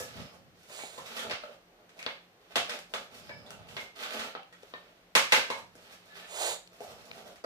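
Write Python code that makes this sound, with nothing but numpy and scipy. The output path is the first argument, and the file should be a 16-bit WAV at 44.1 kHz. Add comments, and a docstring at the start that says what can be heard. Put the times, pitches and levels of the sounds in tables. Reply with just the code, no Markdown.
"""A light knock and a hissy scrape open a run of dry wooden boards dragged from a pile, knocked together
and dropped on a bench in a garage. Each knock is a short crack that rings the board's modes and the room.
Random catches of fibre and grit make the rubbing between knocks, with slides, squeaks and thin rustles.
Low rumble, hum and hiss lie beneath; two microphone ports a few centimetres apart pick it all up."""
import sys
import numpy as np
from scipy import signal
from scipy.fft import rfft, irfft
from scipy.io import wavfile

SR = 44100
rng = np.random.default_rng(int(sys.argv[2]) if len(sys.argv) > 2 else 0)


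def generate_wav(sig):
    """Save sig (samples, or channels by samples) to the path in sys.argv[1] as 16-bit PCM at SR."""
    pcm = np.round(np.clip(np.atleast_2d(sig).T, -1, 1) * 32767).astype(np.int16)
    wavfile.write(sys.argv[1], SR, pcm)


N = 328897   # length in samples, about 7.5 s

# knocks of board on board or bench, levels ahead of edge smear and pan: (start_s, peak_db,
# thud_db lift of the lows, snap_db lift of the highs, room_db feed re direct, pitch_ratio of the board,
# tone_hz of the struck spot, tone_db its lift or dip)
KNOCKS = [(0.001, -21.5, 10.5, 18.5, 8, 0.8, 810, -8), (0.698, -38.5, 11, 5, 5.5, 1.14, 4670, -3),
          (0.791, -31.5, -3.5, -3, 6, 1.06, 2090, 3), (0.836, -33, 16, 7, -8, 1.2, 890, 11),
          (0.977, -33.5, 7.5, 12, 12.5, 0.83, 1065, 15.5), (1.194, -24, 8, 14.5, 7, 1.7, 3330, 16),
          (1.225, -34, -9, 13, 12.5, 0.65, 1400, 13), (1.298, -22, 6, 3.5, 4, 1.12, 3940, 2),
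          (1.31, -19.5, -1, -0.5, 9, 1.3, 4030, 0.5), (1.437, -33, 10, 5, 2, 1.07, 1360, 18),
          (1.893, -43, -15, 7, 6, 1.01, 2100, 1), (1.991, -35, -6, 8, 11.5, 1.17, 2270, 11),
          (2.028, -24.5, -18, 4, -2, 1.2, 2310, 2), (2.064, -12.5, 0.5, -9, -1.5, 1.01, 3830, 1),
          (2.557, -11.5, 1.5, 6.5, 10.5, 1.26, 3280, 6), (2.695, -18.5, -9.5, 5, 6, 1.2, 2730, -2),
          (2.79, -27, -6, 16, 0, 1, 2600, 3), (2.938, -18.5, 3, 6, 7.5, 1.03, 1287, 8),
          (3.294, -31.5, 10.5, -4, 6.5, 1.07, 1640, 11), (3.463, -44.5, 13, 15, 10.5, 1.03, 4040, 14),
          (3.506, -26, 3, 16.5, 1.5, 1.3, 3000, 8), (3.686, -41.5, -12, 7.5, 12.5, 0.74, 2880, 6),
          (3.767, -21, -0.5, 0, 5, 1, 2160, 2), (4.194, -21.5, -9, 4.5, 7.5, 1.3, 2560, -5),
          (4.351, -25, 7.5, -16, 3.5, 1.45, 1200, 6.5), (4.432, -39, 10, 9, -15, 1.1, 2720, 27),
          (4.526, -40.5, 1, 7.5, 8.5, 2.1, 1480, 5), (4.632, -31, 17, 11, -10, 0.65, 3420, 10),
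          (4.738, -25.5, 6.5, -18, -0.5, 1.12, 1100, 9.5), (5.152, -4, -3.5, 7.5, 11, 1.0, 2230, 1.5),
          (5.322, -4, -4, 5, 9.5, 0.97, 2220, 2.5), (5.375, -18, 10, 9.5, 7.5, 1.08, 930, 4),
          (5.502, -17.5, 4, 5.5, 6.5, 1.02, 990, 11), (5.578, -38, -9, 13, 10, 0.57, 950, 22),
          (5.754, -36.5, 11, 18, 3.5, 1.5, 1690, 1), (6.508, -24, -4, 24.5, 2, 0.64, 3720, 30),
          (6.675, -35, -18, 12, -17, 1.5, 4700, 16), (6.806, -31, 14.5, 13, 3, 0.777, 800, 12),
          (6.84, -35.5, 12, 7, -1, 0.706, 750, 0), (7.114, -26, -6, -14, -21, 1.5, 2310, 11),
          (7.358, -39, -10.5, 9.5, 6, 1.15, 1130, 3), (7.44, -32, 21, 9, 12.5, 1.19, 1240, 14.5)]


def one_knock(thud_db, snap_db, pitch_ratio, tone_hz, tone_db, ring_db=-39.5, hollow=0.52, spread_db=7.0):
    """One sharp contact sets the board's modes ringing, each with a new strength, more so with thud; peak 1."""
    # modes that ring in each knock, at pitch ratio 1: (pitch_hz, level_db re each other, t60_s)
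    board_modes = [(211, -2.5, 0.015), (547, -7.5, 0.09), (630, -8.5, 0.047), (895, -2.5, 0.041),
                   (1060, 0.5, 0.017), (1609, -7.5, 0.11), (2126, -6.5, 0.11), (2190, -32, 0.072),
                   (2840, -14, 0.051), (3400, -2, 0.023), (3920, -4.5, 0.02), (4380, -5.5, 0.014)]
    # spectrum given to every crack, with a steady resonance near 560 Hz: (pitch_hz, level_db relative, per Hz)
    crack_spectrum = [(50, -119), (200, -19), (400, -10.5), (560, -1), (800, -6), (1600, -2.5),
                      (3000, -1.5), (5000, -10.5), (8000, -22), (13000, -32), (16000, -38)]
    t = np.arange(int(.12 * SR)) / SR
    mode_hz, mode_db, t60_s = np.transpose(board_modes)[:, :, None]
    mode_db = ring_db + hollow * thud_db + mode_db + spread_db * rng.standard_normal(mode_hz.shape)
    decay = from_db(mode_db - 60 * t / t60_s)
    struck = np.sum(decay * np.cos(2 * np.pi * pitch_ratio * mode_hz * t), axis=0)
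    struck[0] += 1   # the contact itself
    # flat landings lift the bass, hard corners the treble; each spot lifts or dips one broad tone
    contact = [(700, thud_db), (1300, 0.021), (4500, 0), (7000, snap_db), (14000, 1.34 * snap_db)]
    spot = [(tone_hz / 1.18, 0), (tone_hz, tone_db), (tone_hz * 1.4, 0)]
    hit = struck
    for spectrum in (crack_spectrum, contact, spot):
        hit = colour(hit, spectrum, size=1024)
    return hit / np.max(np.abs(hit))


def knocks(scatter_s=0.0011, scatter_db=-12.5):
    """The direct sound, smeared by the nearest edges, and what feeds the room."""
    out = np.zeros((2, N + SR))
    for start_s, peak_db, thud_db, snap_db, room_db, *board in KNOCKS:
        hit = one_knock(thud_db, snap_db, *board)
        edge_decay = np.exp(-np.arange(200) / SR / scatter_s)
        edges = from_db(scatter_db) * rng.standard_normal(200) * edge_decay
        edges[0] = 1
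        edges = edges / np.sqrt(np.sum(edges ** 2))
        near = np.convolve(hit, edges)[:len(hit)]
        start = round(start_s * SR)
        out[:, start:start + len(hit)] += from_db([[peak_db], [peak_db + room_db]]) * [near, hit]
    return out[:, :N]


def rubbing():
    """Coarse, sparse catches of rough boards dragged on the pile."""
    # drags, levels ahead of the mix: (loudest_s, rise_s, fall_s, rasp_db,
    # drone_db re rasp, hiss_db of the grit re rasp)
    drags = [(0.0, .05, 0.053, -49, -3, 9), (0.17, 0.57, 0.18, -53, -1, -6),
             (0.34, 0.11, 0.049, -63.5, 7, -2), (0.72, 0.19, .22, -60, -5, -0.5),
             (1.04, 0.17, 0.2, -53.5, -1.5, -3), (1.18, 0.21, 0.074, -45.5, -8.5, -6.5),
             (1.26, 0.073, 0.064, -48.5, 2.5, -14), (1.34, 0.11, 0.039, -56, -17, -15),
             (1.489, 0.11, .07, -55, 1.5, -9), (1.8, 0.71, 0.3, -80.5, 13.5, -12),
             (2.07, 0.17, 0.087, -58, 4, -2), (2.54, 0.18, .05, -60.5, -2.5, -9.5),
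             (2.71, 0.06, 0.075, -42.5, -6.5, -12.5), (3.01, 0.16, 0.065, -64, 10.5, 2.5),
             (3.141, 0.029, .22, -55, -1.5, -5), (3.39, 0.16, 0.19, -63, 6.5, -8),
             (3.68, 0.31, 0.3, -60, 4, -11), (3.808, 0.18, 0.046, -50, 3, -2),
             (4.061, 0.12, 0.13, -40, -7.5, -7), (4.13, 0.093, 0.068, -41, -1.5, -10),
             (4.219, 0.12, 0.093, -41, 0, -8), (4.62, .06, 0.18, -61, -9, -5),
             (4.82, 0.13, .3, -64.5, -1, -11), (5.349, 0.06, 0.069, -35, -20, -4),
             (5.54, 0.13, 0.068, -64, 16.5, 2.5), (5.93, 0.26, 0.1, -55.5, -3, -4),
             (6.22, 0.25, 0.12, -53.5, -5, -7.5), (6.87, 0.21, 0.19, -59, 0.5, -3.5),
             (7.1, 0.36, 0.28, -59, 2, -3), (7.28, .12, 0.07, -57.5, 6, -4.5)]
    # tone of rough wood: (pitch_hz, level_db relative, per Hz)
    rub_spectrum = [(120, -29), (200, -7), (235, -4), (291, -10.5), (368, -8.5), (608, 1), (1020, -10),
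                    (1200, -1.5), (1810, -6), (2990, -2.5), (10900, -23), (13300, -20), (14500, -22)]
    loudest_s, rise_s, fall_s, rasp_db, drone_db, hiss_db = np.transpose(drags)
    gains = [swells(zip(loudest_s, rise_s, fall_s, rasp_db + re_db)) for re_db in (drone_db, 0, hiss_db)]
    return zones(gains, rub_spectrum, per_s=3000, uneven_db=5.0, judder_db=3.5)


def sweep():
    """Slides close to the ports: dense catches, bright and nearly dry."""
    # slides, levels ahead of the mix: (loudest_s, rise_s, fall_s, hiss_db, drone_db re hiss, rasp_db re hiss)
    slides = [(0.768, 0.12, 0.41, -49, -4, 0.5), (6.471, 0.23, 0.13, -34.5, -2, -0.5)]
    # tone of the close slide: (pitch_hz, level_db relative, per Hz)
    slide_spectrum = [(150, -62), (250, -41), (346, -16.5), (384, -15.5), (455, -11.5), (589, -3.5),
                      (761, -7.5), (1340, -11), (3000, -8.5), (4150, -7.5), (5650, -14), (7060, -0.5),
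                      (13300, -22), (15000, -13)]
    loudest_s, rise_s, fall_s, hiss_db, drone_db, rasp_db = np.transpose(slides)
    gains = [swells(zip(loudest_s, rise_s, fall_s, hiss_db + re_db), power=1.6, sag_db=9.5)
             for re_db in (drone_db, rasp_db, 0)]
    return zones(gains, slide_spectrum, per_s=12000, uneven_db=-0.5, judder_db=1.0)


def squeak():
    """Uneven slips of wood on wood excite two narrow resonances."""
    # faint squeaks, levels ahead of the mix: (loudest_s, rise_s, fall_s, low_tone_db, high_tone_db)
    squeaks = [(5.924, 0.022, 0.084, -64, -67), (6.15, 0.1, 0.035, -55, -64), (6.23, .04, 0.047, -58, -67)]
    tones_hz, width_hz = (1736, 3800), 65
    slips = rng.standard_normal(N) * from_db(6.6 * drift(25))
    loudest_s, rise_s, fall_s, *levels_db = np.transpose(squeaks)
    out = 0
    for tone_hz, level_db in zip(tones_hz, levels_db):
        tone = rms_one(band(slips, tone_hz - width_hz / 2, tone_hz + width_hz / 2))
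        out = out + swells(zip(loudest_s, rise_s, fall_s, level_db), power=2.5) * tone
    return out


def rustle():
    """Thin, uneven noise in one narrow treble band."""
    # rustles, levels ahead of the mix: (loudest_s, rise_s, fall_s, level_db)
    rustles = [(0.2, .2, 0.21, -66), (3.35, 0.25, 0.13, -62), (7.0, 0.22, 0.19, -72)]
    centre_hz, width_hz = 5070, 540
    noise = rng.standard_normal(N) * from_db(2.5 * drift(30))
    return swells(rustles) * rms_one(band(noise, centre_hz - width_hz / 2, centre_hz + width_hz / 2))


def zones(gains, spectrum, per_s, uneven_db, judder_db):
    """Drone, rasp and hiss: fibres and grit catch at random, in uneven sizes, and judder together."""
    # the bands of drone, rasp and hiss: (low_hz, high_hz)
    zone_edges = [(200, 1000), (1000, 5000), (5000, 16000)]
    judder = from_db(judder_db * drift(22))
    out = 0
    for gain, (low_hz, high_hz) in zip(gains, zone_edges):
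        sizes = from_db(uneven_db * np.minimum(rng.exponential(1, N), 5)) * rng.choice([-1, 1], N)
        catches = sizes * (rng.random(N) < per_s / SR)
        grain = colour(catches, spectrum) * judder
        out = out + gain * rms_one(band(grain, low_hz, high_hz))
    return out


def swells(rows, power=1.195, sag_db=2.0):
    """Gain of (loudest_s, rise_s, fall_s, level_db) rows: sloping quarter sines, overlaps adding in power."""
    t = np.arange(0, N, 32) / SR   # one point every 32 samples
    energy = 0
    for loudest_s, rise_s, fall_s, level_db in rows:
        rise = 1 + (t - loudest_s) / max(rise_s, .05)   # no rise is quicker than 50 ms
        fall = 1 - (t - loudest_s) / fall_s
        ramp = np.clip(np.minimum(rise, fall), 0, 1)
        # power sets how pointed the swell is
        shape = np.sin(np.pi / 2 * ramp) ** power
        energy = energy + (from_db(level_db - sag_db * (1 - ramp)) * shape) ** 2
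    return np.interp(np.arange(N) / SR, t, np.sqrt(energy))


def garage(x, build_s=0.00065, lumpy_db=-0.5):
    """Reflections build up in a few ms, come in lumps and die band by band; mean energy 1 a side."""
    # decay of the room: (pitch_hz, t60_s)
    room_decay = [(100, 0.5), (260, 0.28), (700, 0.3), (1800, 0.35), (5000, 0.36), (13000, 0.26)]
    t = np.arange(int(.7 * SR)) / SR
    response = diffuse(len(t), lambda hz: from_db(-60 * t / at_hz(room_decay, hz)))
    lumps = np.interp(t, np.arange(350) * .002, rng.standard_normal(350))   # a new lump every 2 ms
    response = response * (1 - np.exp(-(t / build_s) ** 2)) * from_db(lumpy_db * lumps)
    response = response / np.sqrt(np.sum(response ** 2) / 2)
    return signal.fftconvolve(x[None], response, axes=1)[:, :N]


def ports(x, pan_db):
    """A direct sound at the two ports; positive pan is louder on the left."""
    return np.array([late(x) * from_db(pan_db / 2), x * from_db(-pan_db / 2)])


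def late(x, left_lag_s=0.0001974):
    """Direct sound reaches the left port a little later."""
    return np.interp(np.arange(N) - left_lag_s * SR, np.arange(N), x)


def rumble():
    """Lumpy low noise, partly each port's own: swells of handling and a dying thump after each knock."""
    # low rumble of handling and steps, levels ahead of the lumps: (loudest_s, rise_s, fall_s, level_db)
    handling = [(0.0, .02, 0.16, -57), (0.23, 0.15, 0.066, -48), (0.3, 0.044, 0.55, -65),
                (1.02, 0.11, .12, -65.5), (1.31, 0.072, 0.07, -56.5), (2.58, .03, 0.1, -58.5),
                (3.28, 0.12, 0.39, -62.5), (3.78, 0.9, 0.09, -57.5), (4.22, 0.11, 0.12, -69),
                (5.6, 0.076, 0.68, -67), (6.46, 0.32, 0.11, -68), (6.9, 0.051, 0.78, -63.5)]
    # every knock shakes the bench; follows is the share of the knock's dB
    thump_db, follows, thump_t60_s = -49, 0.84, 0.31
    shared, own = rng.standard_normal(N), rng.standard_normal((2, N))
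    thumps = np.zeros(N)
    for start_s, peak_db, *_ in KNOCKS:
        thumps[round(start_s * SR)] = from_db(thump_db + follows * peak_db)
    # a one-pole decay turns each impulse into a dying gain
    thumps = signal.lfilter([1], [1, -from_db(-60 / thump_t60_s / SR)], thumps + 1e-18)
    lumps = from_db(2.0 * drift(15))
    return (swells(handling) + thumps) * lumps * rms_one(band(shared + 1.1 * own, 69, 222))


def background():
    """Steady wide hiss and a wavering low hum: noise in a narrow band, the same at both ports."""
    # tone of the hiss: (pitch_hz, level_db relative, per Hz)
    air_spectrum = [(26, -18), (45, 8), (53, -8), (123, 2.5), (173, -10.5), (262, 2.5), (586, 4),
                    (932, -2.5), (1760, -2.5), (3850, -8), (11300, -23.5), (13100, -26), (15500, -17)]
    hiss_db, hum_db = -63, -71.5
    hum_hz, hum_width_hz = 177.1, 10
    hiss = rms_one(diffuse(N, lambda hz: from_db(at_hz(air_spectrum, hz))))
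    hum = rms_one(band(rng.standard_normal(N), hum_hz - hum_width_hz / 2, hum_hz + hum_width_hz / 2))
    return from_db(hiss_db) * hiss + from_db(hum_db) * hum


def diffuse(size, gain):
    """Stereo noise in half-octave bands, alike in the bass and not in the treble; gain(hz) shapes each."""
    # likeness of diffuse sound at the spaced ports: (pitch_hz, left_right_likeness from -1 to 1)
    port_likeness = [(60, 0.7), (130, 0.93), (290, 0.93), (640, 0.68), (1410, -0.09), (3100, -0.28),
                     (6820, -0.07), (15000, 0.04)]
    edges_hz = 25 * 2 ** np.arange(0, 9.6, .5)
    white = rng.standard_normal((2, 2, size))   # neighbouring bands use different noise
    out = 0
    for k, (low_hz, high_hz) in enumerate(zip(edges_hz, edges_hz[1:])):
        band_pass = signal.butter(2, [low_hz, high_hz], "band", fs=SR, output="sos")
        mid, side = signal.sosfilt(band_pass, white[k % 2])
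        centre_hz = np.sqrt(low_hz * high_hz)
        alike = np.clip(at_hz(port_likeness, centre_hz), -1, 1)
        stereo = np.sqrt(1 + alike) * mid + np.sqrt(1 - alike) * side * [[1], [-1]]
        out = out + gain(centre_hz) * stereo
    return out


def colour(x, spectrum, size=4096):
    """Causal filter of the given spectrum (minimum phase from the folded cepstrum)."""
    bins_hz = np.arange(1, size // 2 + 2) * SR / size
    cepstrum = irfft(np.log(from_db(at_hz(spectrum, bins_hz))))
    cepstrum[1:size // 2] *= 2
    cepstrum[size // 2 + 1:] = 0
    return signal.fftconvolve(x, irfft(np.exp(rfft(cepstrum))))[:len(x)]


def band(x, low_hz, high_hz):
    """Steep band-pass."""
    return signal.sosfilt(signal.butter(3, [low_hz, high_hz], "band", fs=SR, output="sos"), x + 1e-18)


def drift(rate_hz):
    """Slow random wander with spread 1, computed every 40 samples."""
    r = np.exp(-80 * np.pi * rate_hz / SR)
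    # the first 2000 points let the filter settle
    slow = signal.lfilter([1], [1, -2 * r, r * r], rng.standard_normal(N // 40 + 2002))[2000:]
    return np.interp(np.arange(N) / 40, np.arange(len(slow)), rms_one(slow))


def at_hz(points, hz):
    """A table read on a log-frequency axis."""
    return np.interp(np.log(hz), np.log(np.array(points)[:, 0]), np.array(points)[:, 1])


def from_db(db):
    """Gain of a level in dB."""
    return 10 ** (np.asarray(db) / 20)


def rms_one(x):
    """Scaled to rms 1."""
    return x / np.sqrt(np.mean(x ** 2) + 1e-20)


def scene():
    """Direct knocks, rubbing and slides, their reflections, rumble and background."""
    near, far = knocks()
    strokes = rubbing() + squeak() + rustle()
    slide = sweep()
    direct = ports(near, 5.5) + from_db(-5.5) * ports(strokes, -5.5) + ports(slide, -7.0)
    room_feed = far + from_db(-0.5) * strokes + from_db(-7.5) * slide
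    reflected = from_db([[-1.0], [1.0]]) * garage(room_feed)   # the right is a little louder
    return direct + reflected + rumble() + background()


def record(dry):
    """The top is cut steeply: 70 dB down from 16.3 kHz upward."""
    return signal.sosfilt(signal.cheby2(12, 70, 16300, fs=SR, output="sos"), dry)


dry = scene()
out = record(dry)
generate_wav(out)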